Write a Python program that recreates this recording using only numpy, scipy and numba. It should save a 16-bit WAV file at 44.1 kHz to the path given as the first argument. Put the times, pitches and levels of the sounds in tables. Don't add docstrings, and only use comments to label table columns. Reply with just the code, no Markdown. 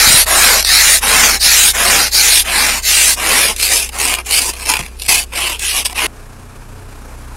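import sys
import numpy as np
from scipy import signal
from scipy.fft import rfft, irfft
from scipy.io import wavfile
from scipy.ndimage import uniform_filter1d, map_coordinates
from numba import njit

SR = 44100
rng = np.random.default_rng(int(sys.argv[2]) if len(sys.argv) > 2 else 0)


def int16_out(signal):
    q = np.round(np.clip(np.atleast_2d(signal).T, -1, 1) * 32767)
    wavfile.write(sys.argv[1], SR, q.astype(np.int16))


N = 324576
TIME = np.arange(N) / SR

# time_s, firing_tone_db, octave_db
ENGINE_HUM = [(0.5, -30, -29.5), (3.2, -36, -32.5), (6.03, -38, -33.5), (6.09, -38, -40), (6.52, -37, -49),
              (7.36, -32.5, -31.5)]
# multiple_of_firing_rate, by_windscreen_db, by_bonnet_db
ENGINE_OVERTONES = [(3, -49, -42), (4, -62, -44), (5, -59, -53), (6, -57, -59), (7, -57.5, -55),
                    (8, -54.5, -51), (9, -60, -54), (12, -55.5, -62), (14, -55, -53.5), (16, -55, -78)]
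# pitch_hz, relative_db
WHIRR_COLOUR = [(80, -28), (200, -1.5), (420, -4), (720, -4.5), (1100, -4.5), (1700, -8), (2000, -14),
                (2400, -11), (3200, -18.5), (8000, -18), (12000, -19), (13200, -32), (15500, -33)]
RUMBLE_COLOUR = [(10, -8), (30, 16.5), (70, 3), (140, -11), (400, -13), (2000, -72)]
PUFF_COLOUR = [(30, 1), (90, -1), (220, -4.5), (500, -14), (2000, -57)]
KNOCK_COLOUR = [(50, -24), (140, 2), (280, -5), (600, -22), (2000, -60)]
FROST_STROKE_COLOUR = [(1500, -30), (3000, -8), (3900, 5), (4700, 3.5), (6000, -0.5), (7000, 0.5),
                       (7900, -3.5), (8900, 2.5), (10200, -2), (11300, 0.5), (12200, -5.5), (15500, -12.5)]
FROST_JAB_COLOUR = [(1500, -14.5), (3000, -10), (4000, 0.5), (5000, 6), (5700, 2.5), (6600, 2), (7500, 0),
                    (8500, 2.5), (10400, 0.5), (11400, -1), (12300, -6), (15500, -12.5)]
GLASS_STROKE_COLOUR = [(70, -19.5), (160, -23.5), (280, -7.5), (450, 0), (600, 1), (800, 7), (1080, -0.5),
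                       (1400, -3), (1900, -6), (3500, -40)]
GLASS_JAB_COLOUR = [(70, -21), (160, -19), (260, -6), (420, -0.5), (620, -1.5), (830, 4), (1080, 2),
                    (1400, -4), (1900, -9.5), (3500, -47.5)]
# start_s, relative_db
AIR_PUFFS = [(.072, -11.5), (.099, -10), (.142, -11)]
SCRAPER_KNOCKS = [(4.79, -23.5), (4.806, -33)]
ICE_CHIPS = [(0.626, -7), (0.6474, -1.5), (3.563, -12), (3.8905, -15.5), (4.3088, -4), (4.3894, -4),
             (4.418, -6), (4.5351, -18), (4.7158, -7), (4.7372, -7), (4.7681, -12), (4.791, -14.5),
             (4.8043, -22), (4.8628, -26.5), (4.997, -21), (5.0205, -12.5), (5.051, -21), (5.594, -14)]
# time_s, pitch_hz, width_hz
BLADE_TUNING = [(1.2, 2040, 1460), (2.2, 2260, 1350), (2.9, 2380, 1220), (3.4, 2390, 1060),
                (3.7, 2480, 620), (5.15, 2470, 557), (5.63, 2830, 720), (6.05, 2450, 910)]
# start_s, end_s, level_db, swell_db, blade_db, glass_db, boom_db, far_echo_ms
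PUSH_STROKES = [(0.254, 0.637, -7.5, 8.5, -5, -7, -28, 0.17),
                (1.006, 1.391, -8.5, 9.5, -4, -8, -21.5, 0.18), (1.727, 2.105, -10, 9, -4, -6.5, -21, .17),
                (2.432, 2.818, -13.5, 11.5, -1.5, -6.5, -19.5, 0.15),
                (3.153, 3.552, -12, 14, -2, -4.5, -20, .095)]
# start_s, end_s, fade_in_s, level_db, blade_db, glass_db, edge_db, far_echo_ms
PULL_STROKES = [(-0.12, 0.252, 0.055, -6, -4.5, -14, -32, 0.21),
                (0.632, 1.004, 0.081, -7, -4.5, -19.5, -27, 0.23),
                (1.39, 1.733, 0.049, -7, -7, -20, -12, .21), (2.108, 2.439, 0.046, -8, -7, -18, -16, 0.18),
                (2.817, 3.162, .075, -9, -5.5, -20.5, -29, 0.15)]
# start_s, end_s, fade_in_s, fade_out_s, level_db, blade_db, glass_db, uneven_db
JAB_STROKES = [(3.561, 3.702, 0.074, .03, -13, -7, -22, 2), (3.671, 3.897, 0.05, 0.16, -10.5, -5.5, -14, 2),
               (3.913, 4.002, 0.046, 0.026, -26, 0, -1, 1), (3.981, 4.171, 0.016, 0.03, -16.5, -1.5, -6, 3),
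               (4.161, 4.228, 0.011, 0.038, -28, 3, 1, 3.5),
               (4.245, 4.324, 0.033, .01, -23, -3.5, -9.5, 2.5),
               (4.311, 4.414, .012, 0.027, -12.5, -5, -21, 0.5),
               (4.398, 4.528, .008, 0.03, -18, -8, -8.5, 1.2), (4.49, 4.690, 0.19, .01, -25, -2.5, -5.5, 3),
               (4.665, 4.745, 0.022, 0.03, -14, -1.5, -5.5, 4.5),
               (4.720, 4.908, .02, 0.2, -23.5, 2.5, -3, 4),
               (4.963, 5.095, 0.14, .01, -25.5, -7.5, -21, 5.5),
               (5.078, 5.254, 0.015, 0.15, -8, -5.5, -12, 1.9),
               (5.319, 5.367, 0.0061, .01, -33.5, 5, 1.5, 4),
               (5.342, 5.587, 0.017, 0.087, -21.5, 1, -4.5, 1.5),
               (5.58, 5.745, 0.068, 0.033, -19, -0.5, -21, 1),
               (5.698, 5.845, 0.066, 0.058, -16.5, -3, -7, 0.6),
               (5.843, 5.891, 0.013, 0.026, -16, -6, -14, 3.8),
               (5.886, 5.944, 0.016, 0.025, -30, -2, -2.5, 5),
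               (5.94, 6.075, 0.044, 0.01, -21, 2.5, -0.5, 1.7)]

SCENE_CHANGE_S = 6.068
PUSH_FADE_IN_S, PUSH_FADE_OUT_S, PULL_FADE_OUT_S = 0.023, 0.035, 0.042
NEAR_ECHO_MS = 0.092
STROKE_UNEVEN_DB = 1.0


def undb(db):
    return 10 ** (np.asarray(db) / 20)


def unit(x):
    return x / np.sqrt(np.mean(x ** 2))


def curves(rows):
    times, *columns = np.transpose(rows)
    return [np.interp(TIME, np.sort(times), column) for column in columns]


def colour(x, points):
    hz, db = np.transpose(points)
    bin_hz = np.arange(N // 2 + 1) * SR / N
    gain = undb(np.interp(np.log(bin_hz + 1), np.log(hz), db))
    cepstrum = irfft(np.log(unit(gain)), N)
    cepstrum[1:N // 2] *= 2
    cepstrum[N // 2 + 1:] = 0
    return irfft(rfft(x) * np.exp(rfft(cepstrum)), N)


def wander(rate):
    steps = rng.standard_normal(N // 16)
    return unit(map_coordinates(steps, [TIME * rate], order=2, mode="wrap"))


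@njit
def resonate(x, hz, width_hz):
    out, band, low = np.empty(len(x)), 0., 0.
    for i in range(len(x)):
        tuning, damping = np.tan(np.pi * hz[i] / SR), width_hz[i] / hz[i]
        ring = (band + tuning * (x[i] - low)) / (1 + tuning * (tuning + damping))
        band, low = 2 * ring - band, low + 2 * tuning * ring
        out[i] = damping * ring * np.sqrt(SR / (np.pi * width_hz[i]))
    return out


def bursts(rows, decay_s):
    out, t = np.zeros(N + 4096), TIME[:4096]
    for start_s, db in rows:
        i = int(start_s * SR)
        out[i:i + len(t)] += undb(db) * rng.standard_normal(len(t)) * np.exp(-t / decay_s)
    return out[:N]


def engine(firing_hz=30.47, whirr_screen_db=-46, whirr_bonnet_db=-40.5, throb=0.16, rise_db_per_s=4):
    firing_db, octave_db = curves(ENGINE_HUM)
    phase = 2 * np.pi * np.cumsum(firing_hz * (1 + 0.0074 * wander(12))) / SR
    at_bonnet = np.clip((TIME - SCENE_CHANGE_S) / 0.0031, 0, 1)
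    tones = [(1, firing_db), (2, octave_db)]
    for k, screen_db, bonnet_db in ENGINE_OVERTONES:
        tones.append((k, screen_db + at_bonnet * (bonnet_db - screen_db) + 2 * wander(6.8)))
    hum = np.sqrt(2) * sum(undb(db) * np.sin(k * phase + rng.uniform(0, 2 * np.pi)) for k, db in tones)
    whirr = colour(rng.standard_normal(N), WHIRR_COLOUR)
    whirr *= (1 + throb * np.cos(phase)) * undb(wander(57))
    whirr_db = whirr_screen_db + at_bonnet * (whirr_bonnet_db - whirr_screen_db)
    whirr_db += rise_db_per_s * np.maximum(TIME - 6.6, 0)
    rumble = colour(rng.standard_normal(N), RUMBLE_COLOUR)
    return hum + undb(whirr_db) * whirr + undb(-40.5) * rumble


def thuds():
    air = colour(bursts(AIR_PUFFS, decay_s=0.0059), PUFF_COLOUR)
    knocks = colour(bursts(SCRAPER_KNOCKS, decay_s=0.02), KNOCK_COLOUR)
    return air + knocks


def stroke(start, end, fade_in_s, fade_out_s):
    i = np.arange(max(int(start * SR), 0), int(end * SR))
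    t = TIME[i]
    fade_in = np.clip((t - start) / fade_in_s, 0, 1)
    fade_out = np.clip((end - t) / fade_out_s, 0, 1) ** 1.12
    return i, (t - start) / (end - start), fade_in * fade_out


def pushes(hardest_at=0.57, blade_fall_db=6, glass_fall_db=7, bite_db=1.4):
    for start, end, db, swell_db, blade_db, glass_db, _, far_ms in PUSH_STROKES:
        i, progress, gain = stroke(start, end, PUSH_FADE_IN_S, PUSH_FADE_OUT_S)
        effort = gain * undb(db - swell_db * (2 * (progress - hardest_at)) ** 2)
        blade_db = blade_db - blade_fall_db * (progress - .5) + bite_db * np.sin(np.pi * progress) ** 4
        glass_db = glass_db - glass_fall_db * (progress - .5)
        echo_ms = NEAR_ECHO_MS + (far_ms - NEAR_ECHO_MS) * np.sin(np.pi * progress / 2) ** 2
        yield i, effort, blade_db, glass_db, echo_ms, STROKE_UNEVEN_DB


def pulls(arch_db=9):
    for start, end, fade_in_s, db, blade_db, glass_db, _, far_ms in PULL_STROKES:
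        i, progress, gain = stroke(start, end, fade_in_s, PULL_FADE_OUT_S)
        blade_db = blade_db - arch_db * (2 * progress - 1) ** 2
        echo_ms = NEAR_ECHO_MS + (far_ms - NEAR_ECHO_MS) * np.cos(np.pi * progress / 2) ** 2
        yield i, gain * undb(db), blade_db, glass_db, echo_ms, STROKE_UNEVEN_DB


def jabs(echo_ms=0.095):
    for start, end, fade_in_s, fade_out_s, db, blade_db, glass_db, uneven_db in JAB_STROKES:
        i, _, gain = stroke(start, end, fade_in_s, fade_out_s)
        yield i, gain * undb(db), blade_db, glass_db, echo_ms, uneven_db


def hand(turn_db=-37.5, rest_db=-48, rub_blade_db=-4, rub_glass_db=-6):
    power = undb(np.where(TIME < JAB_STROKES[0][0], turn_db, rest_db)) ** 2
    controls = np.outer([rub_blade_db, rub_glass_db, NEAR_ECHO_MS, STROKE_UNEVEN_DB], power)
    for i, effort, *values in [*pushes(), *pulls(), *jabs()]:
        power[i] += effort ** 2
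        for control, value in zip(controls, values):
            control[i] += value * effort ** 2
    return np.sqrt(power), *(controls / power)


def fractures(uneven_db, per_second=9000, spread_db=2.5, powder_db=-5):
    sizes = undb(spread_db * np.minimum(rng.exponential(size=N), 6))
    snaps = unit(sizes * rng.choice([-1, 1], N) * (rng.random(N) < per_second / SR))
    slip = unit(wander(650) + 0.78 * wander(170) + 0.39 * wander(41))
    grab = undb(uneven_db * np.minimum(slip, 2.6))
    grab /= np.sqrt(uniform_filter1d(grab ** 2, SR // 20))
    return unit(snaps + undb(powder_db) * rng.standard_normal(N)) * grab


def shimmer(x, span_ms, share, rate, count=16):
    paths = (np.arange(count) + .5 + rng.random(count)) / count
    echoes = sum(np.roll(x, int(p * span_ms * SR / 1000)) * wander(rate) * np.exp(-p) for p in paths)
    echoes /= np.sqrt(np.sum(np.exp(-2 * paths)))
    return (x + share * echoes) / np.sqrt(1 + share ** 2)


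def glass_echo(x, echo_ms, share=0.24, wedge_db=-12, wedge_width_hz=900.):
    echo = map_coordinates(x, [np.arange(N) - echo_ms * SR / 1000], order=3)
    swept = (x + share * echo) / np.sqrt(1 + share ** 2)
    reach = np.clip((echo_ms - .1) / .12, 0, 1)
    wedge = undb(wedge_db) * reach * resonate(x, 1000 / echo_ms, np.full(N, wedge_width_hz))
    return (swept + wedge) / (1 + .5 * reach)


def glass_boom(force, pitch_hz=250., width_hz=130.):
    load = np.zeros(N)
    for start, end, *_, boom_db, _ in PUSH_STROKES:
        i, _, gain = stroke(start, end, PUSH_FADE_IN_S, PUSH_FADE_OUT_S)
        load[i] = undb(boom_db) * gain
    return resonate(force * load, np.full(N, pitch_hz), np.full(N, width_hz))


def glass_ring(force, glass_db, pitch_hz=1014., width_hz=210., gain_db=-2.5):
    drive = force * undb(gain_db) * undb(glass_db) ** 2
    return resonate(drive, np.full(N, pitch_hz), np.full(N, width_hz))


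def glass_bending(force, glass_db, jab_mix):
    bending = shimmer(force, span_ms=12, share=1.0, rate=16) * undb(glass_db)
    stroked, jabbed = colour(bending, GLASS_STROKE_COLOUR), colour(bending, GLASS_JAB_COLOUR)
    return (1 - jab_mix) * stroked + jab_mix * jabbed


def edge_ring(force, start_hz=4690, end_hz=3700, width_hz=270.):
    out = np.zeros(N)
    for start, end, fade_in_s, *_, edge_db, _ in PULL_STROKES:
        i, progress, _ = stroke(start, end, fade_in_s, PULL_FADE_OUT_S)
        pitch_hz = start_hz + (end_hz - start_hz) * progress
        out[i] = undb(edge_db) * resonate(force[i], pitch_hz, np.full(len(i), width_hz))
    return out


def blade_ring(force, wobble=0.029):
    pitch_hz, width_hz = curves(BLADE_TUNING)
    drive = shimmer(force, span_ms=5, share=0.56, rate=20)
    ring = resonate(drive, pitch_hz * (1 + wobble * wander(26)), width_hz)
    return signal.sosfilt(signal.butter(2, [1250, 3600], "band", fs=SR, output="sos"), ring)


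def frost_crunch(force, jab_mix):
    crunch = shimmer(force, span_ms=1.6, share=0.61, rate=24)
    stroked, jabbed = colour(crunch, FROST_STROKE_COLOUR), colour(crunch, FROST_JAB_COLOUR)
    return (1 - jab_mix) * stroked + jab_mix * jabbed


def scraper(frost_gain_db=1.0, blade_gain_db=1.5, glass_gain_db=-3.4, chip_gain_db=-3):
    effort, blade_db, glass_db, echo_ms, uneven_db = hand()
    jab_mix = np.clip((TIME - 2.93) / 0.25, 0, 1)
    force = fractures(uneven_db) * effort + undb(chip_gain_db) * bursts(ICE_CHIPS, decay_s=0.0041)
    frost = undb(frost_gain_db) * glass_echo(frost_crunch(force, jab_mix), echo_ms)
    blade = undb(blade_gain_db + blade_db) * blade_ring(force)
    glass = undb(glass_gain_db) * glass_bending(force, glass_db, jab_mix)
    rings = edge_ring(force) + glass_ring(force, glass_db) + glass_boom(force)
    return frost + rings - blade + glass


def scene():
    scraping_on = np.clip((SCENE_CHANGE_S - TIME) / 0.00058, 0, 1)
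    mono = scraper() * scraping_on + engine() + thuds()
    return np.array([mono, mono])


def record(dry, ceiling=0.84, top_hz=15700):
    treble_cut = signal.ellip(10, .1, 70, top_hz, fs=SR, output="sos")
    return signal.sosfilt(treble_cut, np.clip(dry, -ceiling, ceiling))


dry = scene()
out = record(dry)
int16_out(out)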